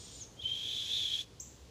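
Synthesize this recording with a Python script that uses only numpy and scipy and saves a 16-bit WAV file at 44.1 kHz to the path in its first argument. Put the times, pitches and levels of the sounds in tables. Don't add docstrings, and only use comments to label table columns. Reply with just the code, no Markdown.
import sys
import numpy as np
from scipy import signal
from scipy.fft import rfft, irfft, next_fast_len
from scipy.io import wavfile
from scipy.ndimage import map_coordinates

SR = 44100
rng = np.random.default_rng(int(sys.argv[2]) if len(sys.argv) > 2 else 0)


def master_out(mix):
    frames = np.transpose(np.atleast_2d(mix))
    ceiling = np.clip(frames, -1, 1)
    pcm = np.round(ceiling * 32767).astype(np.int16)
    wavfile.write(sys.argv[1], SR, pcm)


N = 74970

# t/s, f/Hz, level/dB
THIN_WHISTLE = [(0, 7000, -64), (.045, 7110, -53), (.095, 7120, -69), (.14, 7160, -55), (.203, 7000, -56),
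                (.213, 6780, -46), (.226, 6330, -48), (.243, 5450, -58), (.255, 5370, -65)]
# f/Hz, level/dB
THIN_HISS_EQ = [(1300, -16), (2600, -10.5), (3300, 1.5), (5000, 0), (6800, 3), (7500, -8), (8600, -10),
                (9700, -26), (10700, -12), (11800, -29), (15000, -20)]
# f/Hz, t/s
WOOD_DECAY = [(500, 1), (3000, .45), (7000, 0.58), (14000, 0.93)]
# f/Hz, level/dB
RUMBLE_EQ = [(20, -36), (30, -15), (42, -7), (60, 1.5), (110, 0), (170, -5), (210, -8), (270, -7.5),
             (350, -9.5), (480, -8.5), (620, -16), (1000, -18.5), (1400, -25.5), (3000, -41)]
# t/s, level/dB
RUMBLE_LEVEL = [(0, -56.5), (.45, -55.5), (1.0, -57), (1.35, -58.5), (1.7, -57.5)]
# f/Hz, level/dB
FOLIAGE_EQ = [(600, -15), (1400, -4.5), (2200, -2.5), (3200, 1), (5500, -1.5), (6800, -3.5), (8300, -10.5),
              (10000, -13), (15000, -29)]
# centre t/s, width (sigma) t/s, f/Hz, level/dB
DRONES = [(0.636, 0.6, 116.3, -65.5), (1.619, 0.21, 65.66, -59.5)]
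# t/s, f/Hz
OWL_PITCH = [(.375, 3168), (.398, 3200), (.422, 3550), (.432, 3000), (.46, 3101), (.52, 3170), (.6, 3244),
             (.8, 3439), (.87, 3368), (.96, 3538), (1.06, 3363), (1.16, 3318), (1.22, 3413)]
# t/s, level/dB
OWL_LEVEL = [(.37, -62), (.4, -58), (.43, -42.5), (.485, -38), (.55, -39), (.61, -41), (.7, -38.5),
             (.8, -38), (.86, -43), (.93, -35), (1.02, -35), (1.11, -38), (1.145, -33), (1.18, -44),
             (1.208, -37), (1.24, -65)]
# t/s, roughness/0-1
OWL_ROUGHNESS = [(.4, .35), (.425, 0.52), (.47, 0.31), (.52, 0.42), (.58, 0.5), (.72, 0.78), (1.0, 0.77),
                 (1.16, 0.74), (1.225, 0.88)]
# offset f/Hz, level/dB
TURBULENCE_EQ = [(20, -9), (110, -5), (220, -8), (420, -13), (650, -18), (1000, -25.5), (2000, -51)]
# f/Hz, level/dB
THROAT_EQ = [(1500, -25), (2400, -5.5), (2700, -14.5), (2840, -15), (2960, -17), (3080, -2.5), (3500, -2.5),
             (3720, -1.5), (3850, -1.5), (4050, -1), (4300, -6), (6000, -4)]
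# centre t/s, width (sigma) t/s, level/dB
CLEAN_CATCHES = [(0.401, 0.0062, -43), (.459, 0.0047, -30.5), (0.52, 0.0033, -30.5), (0.918, 0.0022, -29.5),
                 (.996, 0.0015, -30), (1.021, 0.0019, -32.5), (1.057, 0.0027, -29.5), (1.155, 0.0017, -28),
                 (1.193, 0.0028, -31.5)]
# t/s, level/dB
BREATH_LEVEL = [(.385, -73), (.435, -58.5), (.52, -55.5), (.66, -50.5), (.8, -48.5), (.87, -47.5),
                (.98, -46.5), (1.1, -48), (1.215, -48), (1.245, -59.5)]
# f/Hz, level/dB
BREATH_EQ = [(600, -20), (1300, -19.5), (1750, -6.5), (1980, -13), (2450, -2), (3500, 3), (4800, -2.5),
             (6000, 0.5), (6800, 0), (7350, -9), (7950, -7), (8450, -21), (9000, -14.5), (10100, -12),
             (11500, -20.5), (12700, -16), (15300, -31)]
# t/s, f/Hz, level/dB
CHIP_SWEEP = [(1.395, 4870, -63), (1.3985, 5370, -55.5), (1.4012, 6160, -39), (1.4035, 6900, -43),
              (1.406, 7460, -42), (1.409, 7720, -47), (1.412, 7740, -72)]

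UPPER_RATIO, UPPER_DB, UPPER_HOLD_S = 1.159, -64.5, 0.19
THIN_HISS_DB, THIN_HISS_HOLD_S, THIN_RELEASE_S = -54.5, 0.21, 0.076
FOLIAGE_DB = -65
SWING_LIMIT = 2.3
FLUTTER_HZ, FLUTTER_DB = 51, 2
CHIP_OCTAVE_DB = -21.5
TOP_HZ = 15350


def amp(db):
    return 10 ** (np.asarray(db) / 20)


def unit(x):
    return x / np.sqrt(np.mean(np.abs(x) ** 2) + 1e-20)


def along(points, hz):
    freqs, values = np.transpose(points)
    return np.interp(np.log(hz + 1), np.log(freqs + 1), values)


def clock():
    return np.arange(N) / SR


def curve(rows):
    rows = np.array(rows)
    return np.interp(clock(), rows[:, 0], rows[:, 1])


def envelope(rows):
    rows = np.array(rows)
    return amp(np.interp(clock(), rows[:, 0], rows[:, -1], left=-140, right=-140))


def swell(centre_s, width_s):
    return np.exp(-((clock() - centre_s) / width_s) ** 2 / 2)


def wobble(rate):
    return map_coordinates(rng.standard_normal(4096), [clock() * rate + 2], mode="wrap")


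def filtered(x, response):
    size = next_fast_len(N + SR // 2)
    hz = np.fft.rfftfreq(size, 1 / SR)
    return irfft(rfft(x, size) * response(hz), size)[:N]


def noise(eq):
    return unit(filtered(rng.standard_normal(N), lambda hz: amp(along(eq, hz))))


def phase(hz):
    return 2 * np.pi * np.cumsum(hz) / SR


def tone(hz):
    return np.sqrt(2) * np.sin(phase(hz))


def thin_caller():
    def release(hold_s):
        return np.clip(1 - (clock() - hold_s) / THIN_RELEASE_S, 0, 1)

    pitch = curve(THIN_WHISTLE)
    lower = tone(pitch * (1 + 0.005 * wobble(291)))
    lower *= envelope(THIN_WHISTLE) * amp(1.1 * wobble(80))
    upper = tone(UPPER_RATIO * pitch * (1 + 0.0062 * wobble(313)))
    upper *= amp(UPPER_DB + 3.2 * wobble(71)) * release(UPPER_HOLD_S)
    hiss = noise(THIN_HISS_EQ) * amp(THIN_HISS_DB) * release(THIN_HISS_HOLD_S)
    whistles = trees(lower + upper, near_db=-11, near_t60_s=0.1, far_db=-6.5)
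    return whistles + trees(hiss, near_db=-14, near_t60_s=0.09, far_db=-10)


def trees(call, near_db, near_t60_s, far_db):
    hz, t, spectrum = signal.stft(rng.standard_normal(SR), SR, nperseg=256)
    decay = amp(-60 * t / along(WOOD_DECAY, hz)[:, None])
    far = signal.istft(spectrum * decay, SR, nperseg=256)[1][:SR]
    near = rng.standard_normal(SR) * amp(-60 * np.arange(SR) / SR / near_t60_s)
    echo = amp(near_db) * near / np.linalg.norm(near) + amp(far_db) * far / np.linalg.norm(far)
    return call + signal.fftconvolve(call, echo)[:N]


def woodland():
    bed = noise(RUMBLE_EQ) * amp(curve(RUMBLE_LEVEL)) + noise(FOLIAGE_EQ) * amp(FOLIAGE_DB)
    for centre_s, width_s, hz, db in DRONES:
        drone = tone(hz * (1 + 0.024 * wobble(14)))
        bed += drone * amp(db + 1.5 * wobble(11)) * swell(centre_s, width_s)
    return bed


def owl():
    pitch = curve(OWL_PITCH)
    roughness = np.clip(curve(OWL_ROUGHNESS), 0, 1)
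    jitter = 0.01793 * wobble(90) + 0.02986 * wobble(380)
    core = tone(pitch * (1 + roughness * jitter))
    carrier = phase(pitch)
    turbulence = noise(TURBULENCE_EQ) * np.cos(carrier) + noise(TURBULENCE_EQ) * np.sin(carrier)
    voice = np.sqrt(1 - roughness) * core + np.sqrt(roughness) * turbulence
    swing = np.abs(signal.hilbert(voice))
    voice /= np.hypot(1, swing / SWING_LIMIT)
    voice = unit(filtered(voice, lambda hz: amp(along(THROAT_EQ, hz))))
    flutter = np.sin(phase(FLUTTER_HZ * (1 + 0.248 * wobble(30.03))))
    whistle = voice * envelope(OWL_LEVEL) * amp(FLUTTER_DB * flutter)
    clean = tone(pitch)
    for centre_s, width_s, db in CLEAN_CATCHES:
        crossfade = swell(centre_s, width_s)
        whistle = whistle * (1 - crossfade) + clean * amp(db) * crossfade
    breath = noise(BREATH_EQ) * envelope(BREATH_LEVEL) * amp(0.5 * flutter + 0.6 * wobble(500))
    return trees(whistle + breath, near_db=-12.5, near_t60_s=0.088, far_db=-22.5)


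def small_bird():
    pitch = curve(CHIP_SWEEP)
    chip = (tone(pitch) + amp(CHIP_OCTAVE_DB) * tone(2 * pitch)) * envelope(CHIP_SWEEP)
    return trees(chip, near_db=-4, near_t60_s=0.12, far_db=1.5)


def scene():
    return (owl() + thin_caller() + small_bird() + woodland())[None]


def record(dry):
    return filtered(dry[0], lambda hz: hz < TOP_HZ)[None]


dry = scene()
out = record(dry)
master_out(out)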